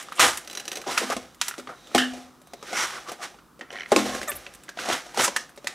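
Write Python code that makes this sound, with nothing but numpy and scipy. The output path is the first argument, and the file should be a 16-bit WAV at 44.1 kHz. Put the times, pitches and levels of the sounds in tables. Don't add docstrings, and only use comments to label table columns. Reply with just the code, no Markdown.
import sys
import numpy as np
from scipy import signal
from scipy.fft import rfft, irfft, next_fast_len
from scipy.io import wavfile
from scipy.ndimage import uniform_filter1d

SR = 44100
rng = np.random.default_rng(int(sys.argv[2]) if len(sys.argv) > 2 else 0)


def pcm_store(signal):
    levels = np.round(np.clip(np.atleast_2d(signal), -1, 1) * 32767)
    wavfile.write(sys.argv[1], SR, levels.astype(np.int16).T)


def volts_from_decibels(level):
    exponent = np.asarray(level, float) / 20
    return 10 ** exponent


N = 253134
TIME = np.arange(N) / SR


def rms_one(x):
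    return x / np.sqrt(np.mean(x ** 2) + 1e-20)


def in_time(rows):
    s, *columns = np.transpose(rows)
    return [np.interp(TIME, s, c) for c in columns]


def shaped(x, points, law=volts_from_decibels):
    size = next_fast_len(N + 4096)
    hz = np.maximum(np.arange(size // 2 + 1) * SR / size, 1)
    curve_hz, curve_db = np.transpose(points)
    db = np.interp(np.log(hz), np.log(curve_hz), curve_db)
    return irfft(rfft(x, size) * law(db), size)[..., :N]


def band(x, low_hz, high_hz):
    sos = signal.butter(2, [low_hz, high_hz], "band", fs=SR, output="sos")
    return signal.sosfilt(sos, x + 1e-18)


def resonate(x, modes):
    out = 0
    for k, (hz, width, db) in enumerate(modes):
        r = np.exp(-np.pi * width / SR)
        gain = (-1) ** k * volts_from_decibels(db) * (1 - r * r) / 2
        out = out + signal.lfilter([gain, 0, -gain], [1, -2 * r * np.cos(2 * np.pi * hz / SR), r * r], x)
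    return out


def ring(clicks, hz, t60):
    r, w = volts_from_decibels(-60 / (t60 * SR)), 2 * np.pi * hz / SR
    return signal.lfilter([0, np.sin(w)], [1, -2 * r * np.cos(w), r * r], clicks + 1e-18)


def dying_after(clicks, t60):
    return signal.lfilter([1], [1, -volts_from_decibels(-60 / (t60 * SR))], clicks)


def grit(per_s, spread_db):
    sizes = volts_from_decibels(spread_db * np.minimum(rng.exponential(1, N), 5)) * rng.choice([-1, 1], N)
    return rms_one(sizes * (rng.random(N) < per_s / SR))


def marks(times, sizes):
    clicks = np.zeros(N)
    np.add.at(clicks, np.round(np.asarray(times) * SR).astype(int), sizes)
    return clicks


def strikes(s, db, modes, uneven_db):
    luck = rng.normal(0, uneven_db, (len(s), len(modes)))
    out = 0
    for k, (hz, level_db, t60) in enumerate(modes):
        blows = marks(s, volts_from_decibels(db + level_db + luck[:, k]))
        out = out + (-1) ** k * ring(blows, hz, t60)
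    return out


def snaps(s, db, hollow_db, bright_db, hz):
    rattle, out = grit(12000, spread_db=3.0), np.zeros(N)
    parts = [(219, 576, hollow_db - 5.0, 0.085),
             (1000, 8200, -5.0, 0.05),
             (6000, 17900, bright_db - 9.5, 0.053)]
    for low_hz, high_hz, part_db, t60 in parts:
        clicks = marks(s, volts_from_decibels(db + part_db))
        scale = 1 / np.std(band(rattle, low_hz, high_hz))
        out += scale * band(dying_after(clicks, t60) * rattle + 2.4 * clicks, low_hz, high_hz)
    after = np.arange(2000) / SR
    starts = np.round(s * SR).astype(int)
    for start, level_db, pitch in zip(starts, db, np.broadcast_to(hz, len(s))):
        fall_db = 60 * after * pitch / 25
        tone = volts_from_decibels(level_db + 0.5 - fall_db) * np.sin(2 * np.pi * pitch * after)
        out[start:start + len(tone)] += tone[:N - start]
    return out


# f/Hz, level/dB per Hz
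AIR_SPECTRUM = [(15, -29), (25, -22), (49, -2), (76, -12), (108, -20.5), (134, -2), (301, -2.5),
                (677, -15.5), (1190, -5.5), (1940, -22), (16000, -29)]


def room_air():
    return volts_from_decibels(-56.5) * rms_one(shaped(rng.standard_normal((2, N)), AIR_SPECTRUM))


def echoes(x, t60):
    t = np.arange(SR // 2) / SR
    tail = rng.standard_normal(len(t)) * volts_from_decibels(-60 * t / t60) * (t > .003)
    return signal.fftconvolve(x, tail / np.linalg.norm(tail))[:N]


def room(hits):
    return volts_from_decibels(-9) * signal.lfilter([.6], [1, -.4], echoes(hits, t60=0.28))


# f/Hz, width/Hz, level/dB
SHELL_MODES = [(700, 430, 3), (1480, 550, 9), (1900, 730, 0.5), (2680, 200, 3.5), (3950, 2350, -5.5),
               (5540, 1600, 12.5), (7350, 2970, 8.5)]


def friction():
    slips = grit(9000, spread_db=2.5) + 0.47 * grit(500, spread_db=2.5)
    return slips + 1.38 * resonate(slips, SHELL_MODES)


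# t/s, level/dB
LEANS = [
    (0.23, -44),
    (0.9, -57),
    (1.15, -51),
    (1.95, -47.5),
    (2.12, -53),
    (3.96, -43.5),
    (4.1, -42),
    (4.33, -45.5),
    (5.2, -63),
]


def leg_shudder(slips):
    s, db = np.transpose(LEANS)
    dying = dying_after(marks(s, volts_from_decibels(db)), t60=0.52)
    swell = volts_from_decibels(-71) + uniform_filter1d(dying, int(0.02 * SR))
    return swell * (rms_one(band(slips, 52, 85)) + volts_from_decibels(-5.5) * rms_one(band(slips, 121, 159)))


# t/s, level/dB
HANDLING = [(0.0, -40), (0.45, -44.5), (0.62, -38.5), (0.84, -51), (1.2, -38), (1.4, -57), (1.56, -52),
            (1.93, -45.5), (2.3, -62), (2.45, -59), (2.7, -49), (3.32, -43.5), (3.52, -69), (3.9, -60),
            (4.44, -49), (4.75, -51), (5.1, -43.5), (5.62, -56)]


def handling():
    parts_db = np.array([[-2], [0], [-4.5]])
    return volts_from_decibels(2 * (in_time(HANDLING)[0] - 7.5 + parts_db))


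def strokes(rows, film_db):
    rounding = 1.09
    damping = 0.15
    out = np.zeros((3, N))
    for s, db, rise, fall, weight_db in rows:
        rise = min(rise, 0.17)
        near = slice(max(int((s - 3 * rise) * SR), 0), int((s + 3 * fall) * SR))
        late = TIME[near] - s
        level_db = db - 20 * np.where(late < 0, -late / rise, late / fall) ** rounding
        parts_db = np.array([[weight_db], [0], [film_db - damping * weight_db]])
        out[:, near] += volts_from_decibels(2 * (level_db + parts_db))
    return out


# peak t/s, level/dB, rise/s, fall/s (20 dB each), board weight/dB
DRAGS = [(0.8, -45.5, 0.19, 0.07, 3.5), (0.878, -29.5, 0.017, 0.096, 3), (0.92, -28.5, 0.053, 0.06, -19),
         (1.0, -28.5, 0.15, 0.14, -23), (1.04, -31.5, 0.1, 0.021, -1.5), (1.125, -32, 0.13, 0.058, -9),
         (2.68, -37.5, 0.064, 0.27, -6.5), (2.74, -43.5, 0.094, 0.11, 7.5),
         (2.782, -25, 0.065, 0.22, -12.5), (2.83, -25.5, 0.054, 0.061, -8.5),
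         (2.95, -42.5, 0.056, 0.14, 2.5), (3.09, -35.5, 0.023, 0.048, -3), (3.13, -39.5, 0.038, 0.038, -13),
         (3.235, -28.5, 0.027, 0.053, -8), (4.8, -33, .035, 0.36, -5.5), (4.865, -36.5, 0.06, 0.032, 1),
         (4.93, -23, 0.06, 0.086, -7), (5.2, -19.5, 0.041, 0.12, -5), (5.25, -20.5, 0.063, 0.031, -57),
         (5.4, -44.5, 0.21, 0.11, -1)]


def drags():
    return strokes(DRAGS, film_db=-6)


# peak t/s, level/dB, rise/s, fall/s (20 dB each), board weight/dB
TEARS = [(0.001, -36.5, 0.0087, 0.07, -17), (0.16, -48, 0.13, .1, -8), (0.2, -12, 0.005, 0.13, -16),
         (0.238, -15.5, 0.045, 0.089, -4.5), (1.44, -46.5, 0.025, 0.41, -15), (1.7, -59.5, 0.04, 0.064, 21),
         (2.0, -33.5, 0.09, 0.15, -1.5), (2.17, -43.5, 0.22, 0.18, 0.5), (3.625, -57.5, 0.037, 0.031, 8.5),
         (3.75, -57.5, 0.062, 0.058, 14.5), (3.79, -52.5, 0.11, 0.15, 3), (3.99, -26, 0.087, 0.12, -5),
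         (4.06, -30, 0.023, 0.26, 1), (4.16, -34.5, 0.12, 0.13, -8), (4.36, -44, 0.19, 0.27, -4),
         (5.69, -43, 0.072, 0.23, -5)]


def tears():
    return strokes(TEARS, film_db=-4.5)


# f/Hz, level/dB, t60/s
BOARD_MODES = [(130, -23, 0.3), (211.6, -18.5, 0.55), (253.3, -1, 0.58), (275, -13.5, 0.2), (300, -7, 0.37),
               (330, -9.5, 0.052), (350.7, 2, 0.075), (418, -4, 0.066), (487.5, -2, 0.06),
               (653, -3.5, 0.042), (718, -3.5, 0.012), (816, -5.5, 0.054), (1073, -8.5, 0.1),
               (1212, -9, 0.046)]


def rasp(slips):
    board, shell, film = np.sqrt(handling() + tears() + drags())
    wood = resonate(slips, [(hz, 45.0, db) for hz, db, t60 in BOARD_MODES]) + 0.4 * slips
    return (board * rms_one(band(wood, 96, 1014)) + shell * rms_one(band(slips, 853, 4280))
            + film * rms_one(band(slips, 2240, 18740)))


# peak t/s, level/dB, swell/s, f/Hz, width/Hz
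PANELS = [(0.899, -32, 0.02, 1000, 150), (2.79, -37, 0.078, 1440, 119), (2.79, -34.5, .06, 2100, 250),
          (2.8, -33, 0.052, 5560, 400), (2.96, -39, 0.044, 1290, 500), (2.96, -54, 0.021, 3045, 300),
          (3.09, -41.5, .03, 1200, 200), (3.21, -46, 0.021, 700, 120), (3.235, -40.5, 0.027, 1220, 150),
          (3.64, -56, .04, 1370, 80), (3.64, -58, .04, 1860, 80), (4.12, -43, 0.086, 1070, 50),
          (4.13, -47, 0.036, 577, 50), (4.83, -65, 0.055, 6900, 2000), (4.94, -39, 0.032, 1670, 500),
          (5.2, -30.5, 0.014, 3000, 400), (5.22, -39, 0.046, 1380, 200), (5.245, -29, 0.043, 6000, 1500),
          (5.39, -43.5, 0.047, 5640, 1200), (5.368, -28, 0.0063, 1590, 900),
          (0.98, -23.5, 0.0074, 1550, 600), (1.122, -27.5, 0.018, 1210, 200),
          (1.46, -43, 0.039, 6000, 2500), (1.45, -50, 0.033, 11000, 5000), (1.46, -45.5, 0.046, 3000, 1200),
          (0.221, -22.5, 0.03, 2850, 900), (4.32, -44, 0.027, 8900, 5000), (4.9, -33.5, 0.042, 1060, 400),
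          (3.77, -49.5, 0.064, 1920, 350), (3.78, -55, 0.051, 3050, 400), (0.17, -47, .02, 8000, 2500),
          (1.96, -28, 0.013, 2070, 600), (3.929, -26.5, .012, 1550, 500)]


def panels():
    slips, out = grit(4000, spread_db=3.0), np.zeros(N)
    for s, db, swell, hz, width in PANELS:
        near = slice(int((s - 3 * swell) * SR), int((s + 3 * swell) * SR))
        sung = rms_one(resonate(slips[near], [(hz, width, 0)]))
        out[near] += volts_from_decibels(db - 9.9 * ((TIME[near] - s) / swell) ** 2) * sung
    return out


# t/s, f/Hz, level/dB, t60/s
SHELL_RING = [
    (1.981, 1730, -22, 0.28),
    (1.981, 2960, -20.5, 0.27),
    (1.69, 1330, -38, 0.23),
]


def shell_ring():
    noise, out = rng.standard_normal(N), 0
    for s, hz, db, t60 in SHELL_RING:
        decay = volts_from_decibels(db - 60 * np.maximum(TIME - s, 0) / t60) * (TIME > s)
        out = out + decay * rms_one(resonate(noise, [(hz, 250, 0)]))
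    return out


# t/s, level/dB
BLADE_PRESS = [
    (1.68, -72),
    (1.76, -62),
    (1.94, -57),
    (1.96, -87),
    (2.42, -85),
    (2.47, -66),
    (2.62, -60),
    (2.72, -64),
    (2.76, -85),
]
# f/Hz, width/Hz, level/dB
BLADE_MODES = [
    (3830, 193, 8),
    (6250, 150, 0),
]


def blade():
    return volts_from_decibels(in_time(BLADE_PRESS)[0]) * rms_one(resonate(rng.standard_normal(N), BLADE_MODES))


# t/s, slip rate f/Hz, level/dB
CREAK = [
    (4.275, 690, -36),
    (4.287, 600, -31),
    (4.312, 574, -36.5),
]


def creak():
    hz, db = in_time(CREAK)
    flutter = rms_one(band(rng.standard_normal((2, N)), 40, 490))
    phase = 2 * np.pi * np.cumsum(hz * (1 + 0.018 * flutter[0])) / SR
    sounding = (TIME > CREAK[0][0]) & (TIME < CREAK[-1][0])
    partials = [(1, -4), (2, -3), (3, -3), (4, -14), (6, -12)]   # multiple, dB
    wave = sum(volts_from_decibels(level) * np.sin(k * phase) for k, level in partials)
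    return volts_from_decibels(db + 3.5 * flutter[1]) * sounding * wave


# t/s, f/Hz, level/dB
SQUEALS = [
    [(4.277, 6000, -54), (4.283, 6870, -40.5), (4.29, 8500, -44), (4.297, 8900, -37), (4.3, 11400, -35),
     (4.306, 14800, -32), (4.314, 15500, -55)],
    [(4.35, 15700, -55), (4.354, 14000, -42), (4.359, 10430, -50), (4.364, 11540, -45), (4.37, 15100, -34),
     (4.374, 15800, -55)],
    [(4.278, 11400, -52), (4.281, 12600, -43), (4.291, 12950, -42)],
    [(4.36, 10430, -46), (4.366, 11400, -43), (4.376, 11400, -53)],
    [(4.3, 10900, -42), (4.308, 12000, -42), (4.314, 15000, -42)],
]


def squeals():
    waver, broken = rms_one(band(rng.standard_normal((2, N)), 120, 900))
    out = 0
    for rows in SQUEALS:
        hz, db = in_time(rows)
        sounding = (TIME > rows[0][0]) & (TIME < rows[-1][0])
        phase = 2 * np.pi * np.cumsum(hz * (1 + 0.0081 * waver)) / SR
        out = out + volts_from_decibels(db + 9) * (0.7 + broken) * sounding * np.sin(phase)
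    return out


# peak t/s, level/dB, deep modes/dB
KNOCKS = [
    (0.222, -24, -20),
    (1.949, -13, -4),
    (1.952, -8, -4.5),
    (1.981, -32, 0),
    (3.919, -3, -11.5),
    (3.924, -10, -3.5),
    (3.962, -2.5, -7.5),
]
# peak t/s, level/dB, deep modes/dB
HELD_KNOCKS = [
    (0.865, -20, -15),
    (1.014, -16.5, -6),
    (1.032, -18, 6.5),
    (1.075, -36, 9),
    (1.166, -19, -3.5),
    (1.582, -27.5, -2),
    (4.884, -18, -4),
    (5.175, -21, -4),
]


def knocks():
    deep_limit_hz = 310
    upper = [mode for mode in BOARD_MODES if mode[0] > deep_limit_hz]
    out = 0
    for rows, share in [(KNOCKS, 1), (HELD_KNOCKS, .33)]:
        s, db, deep_db = np.transpose(rows)
        deep = [(hz, level_db, share * t60) for hz, level_db, t60 in BOARD_MODES if hz < deep_limit_hz]
        out = out + strikes(s, db + deep_db, deep, uneven_db=5.0)
        out = out + strikes(s, db, upper, uneven_db=4.5)
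    return volts_from_decibels(-11.0) * out


# peak t/s, level/dB, hollow part/dB, f/Hz
BUMPS = [(0.086, -33, -27, 1220), (0.1218, -25, -33, 1230), (0.183, -26, -12, 1180), (0.84, -36, -14, 1200),
         (1.4725, -32, -30, 2020), (1.511, -25.5, -22, 1440), (1.5398, -31, -26, 1380),
         (1.6729, -29, -6, 1190), (1.915, -39, 0, 1320), (2.934, -28.5, -16, 1160), (3.343, -45.5, 2, 800),
         (3.387, -40.5, -14, 1360), (3.6105, -25, -5, 1900), (4.465, -26, -8, 2630),
         (4.3174, -22.5, -9, 2720), (4.6825, -33.5, -7, 2030), (4.773, -28.5, -28, 683),
         (4.789, -22, -19, 1560), (4.9, -17.5, -7, 700), (5.196, -20, -22, 955)]


def bumps():
    s, db, hollow_db, hz = np.transpose(BUMPS)
    return band(snaps(s, db, hollow_db, -12, hz), 100, 3200)


# peak t/s, level/dB
CATCHES = [(3.7045, -32), (3.7125, -42), (3.7265, -35), (3.7362, -37), (3.7455, -36), (3.7565, -32),
           (3.7655, -34), (3.775, -38), (3.786, -32), (3.7975, -32), (3.807, -30), (3.8195, -31),
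           (3.833, -31.5), (3.8595, -32.5)]
# f/Hz, level/dB, t60/s
JUDDER_MODES = [(700, -10, 0.014), (1370, -7.5, 0.034), (1640, -5, .02), (1850, -1, 0.025),
                (2080, -1.5, 0.017), (2300, -3, 0.014), (3000, -6.5, 0.023), (3400, -11, .015),
                (4170, -11, .015), (5840, -9.5, 0.011)]


def judder():
    s, db = np.transpose(CATCHES)
    dull = band(snaps(s, db - 3.5, -16, 3.0, 2600), 100, 3200)
    return dull + volts_from_decibels(-4.0) * strikes(s, db, JUDDER_MODES, uneven_db=4.5)


# peak t/s, level/dB, f/Hz
PEEL = [(0.4473, -39, 5000), (0.475, -31.5, 4880), (0.499, -32, 3230), (0.5115, -32.5, 4095),
        (0.5297, -29.5, 4100), (0.551, -27, 4070), (0.573, -23.5, 4000), (0.598, -26, 4000),
        (0.654, -32.5, 4600), (0.6794, -21.5, 3930), (0.717, -23.5, 3960), (0.73, -30, 1900),
        (0.7558, -24.5, 5710), (0.771, -25, 3970), (0.816, -32, 2500)]
# f/Hz, level/dB, t60/s
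SEAM_MODES = [(1550, -13, 0.066), (2600, -11.5, 0.027), (3000, -8, 0.041), (4000, -1, 0.039),
              (4780, -5, 0.018), (5750, -1.5, 0.035), (6280, -4, 0.032), (8180, -1, 0.0096)]


def peel():
    s, db, hz = np.transpose(PEEL)
    return snaps(s, db, -12, 2.5, hz) + volts_from_decibels(-8.5) * strikes(s, db, SEAM_MODES, uneven_db=4.5)


# peak t/s, level/dB, f/Hz
FLICKS = [(0.3736, -22.5, 6800), (0.123, -39, 2400), (1.346, -45, 5500), (1.4825, -18, 5900),
          (2.4164, -49, 595), (2.4723, -46.5, 694.7), (3.8881, -46, 2130), (4.538, -40, 6000),
          (4.549, -40.5, 7900), (4.6357, -40.5, 7840), (5.5615, -45, 5000), (0.027, -33.5, 7100)]


def flicks():
    s, db, hz = np.transpose(FLICKS)
    return snaps(s, db, -22, 8, hz)


# peak t/s, level/dB, bright part/dB, f/Hz
POPS = [(1.1007, -21.5, 1, 653), (1.126, -22.5, 2, 796), (1.166, -22.5, -4, 488), (1.5805, -33, -13, 530),
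        (1.5871, -36.5, 3, 530), (1.948, -10, -0.5, 700), (2.135, -35, -20, 700), (2.5348, -30.5, 0, 700),
        (2.6268, -33, -4, 1230), (2.7292, -26, -3, 723), (3.117, -28, 4.5, 700), (3.593, -44, -12, 533),
        (3.728, -36, 0, 447), (3.716, -42, -21, 730), (3.9187, -13, -4, 700), (3.962, -8.5, -3, 2600),
        (4.15, -24.5, 0, 1650), (4.2152, -25.5, -3, 1660), (4.8874, -20.5, -4.5, 660),
        (5.0649, -37.5, -20, 700), (5.1742, -19.5, -12, 780), (5.279, -19, -8, 1010), (5.493, -42, 7, 1650),
        (5.5759, -35.5, -4, 577), (5.6443, -34, 1, 580)]


def pops():
    s, db, bright_db, hz = np.transpose(POPS)
    return snaps(s, db, -2, bright_db, hz)


# peak t/s, level/dB, f/Hz
STABS = [
    (1.4141, -11, 6000),
    (5.3632, -12, 1780),
    (5.671, -16, 1980),
]


def stabs():
    s, db, hz = np.transpose(STABS)
    return snaps(s, db, -26, -1.5, hz)


# peak t/s, level/dB, hollow part/dB, f/Hz
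FOLDS = [(0.195, -8.5, -16, 1220), (0.768, -39.5, 8, 600), (0.977, -8.5, -19, 2540),
         (1.597, -32.5, -19, 1370), (1.872, -38.5, -8, 3600), (1.9604, -15, -28, 710),
         (1.9793, -12, -16, 1400), (2.6354, -42, -18, 950), (3.093, -30.5, -26, 1200),
         (4.23, -25, -6, 2020), (4.691, -29, -11, 1620), (4.806, -37, -7, 1500), (4.878, -30, -10, 700),
         (4.897, -32, -4, 1980), (5.371, -27, -17, 1090), (5.1445, -30.5, -22, 885)]


def folds():
    s, db, hollow_db, hz = np.transpose(FOLDS)
    return snaps(s, db, hollow_db, 0, hz)


# f/Hz, level/dB
COLOUR = [(100, -3.5), (250, -3.5), (900, 2.5), (2500, 1.5), (4500, 0), (8000, 2), (11000, 0),
          (16000, -14.5)]
# f/Hz, side against mid level/dB
SPREAD = [(60, -24), (130, -20.5), (250, -20), (500, -19.5), (1000, -24), (2200, -42), (4400, -32),
          (8120, -12.5), (15000, -16.5)]
# f/Hz, left over right level/dB
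BALANCE = [(60, -4.5), (180, -0.5), (550, 2.5), (1650, -1.6), (4970, -2), (15000, 2.5)]


def two_ports(dry_sound, air):
    mid = shaped(dry_sound, COLOUR)
    side = shaped(echoes(mid, 0.014) + volts_from_decibels(9.0) * air[1], SPREAD)
    side += shaped(mid, BALANCE, law=lambda db: (volts_from_decibels(db) - 1) / (volts_from_decibels(db) + 1))
    return np.array([mid + air[0] + side, mid + air[0] - side])


def scene():
    hits = creak() + squeals() + knocks() + bumps() + judder()
    hits = hits + peel() + flicks() + pops() + stabs() + folds()
    hits = signal.sosfilt(signal.butter(2, 100, "high", fs=SR, output="sos"), hits)
    slips = friction()
    rubbing = leg_shudder(slips) + rasp(slips) + panels() + shell_ring() + blade()
    return two_ports(hits + room(hits) + rubbing, room_air())


def roll_off(x):
    return signal.sosfilt(signal.butter(12, 16990, fs=SR, output="sos"), x)


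def record(dry):
    soft = 0.79 * np.tanh(dry / 0.82)
    cut = signal.sosfilt(signal.cheby2(10, 60, 16900, fs=SR, output="sos"), soft)
    return roll_off(cut)


dry = scene()
out = record(dry)
pcm_store(out)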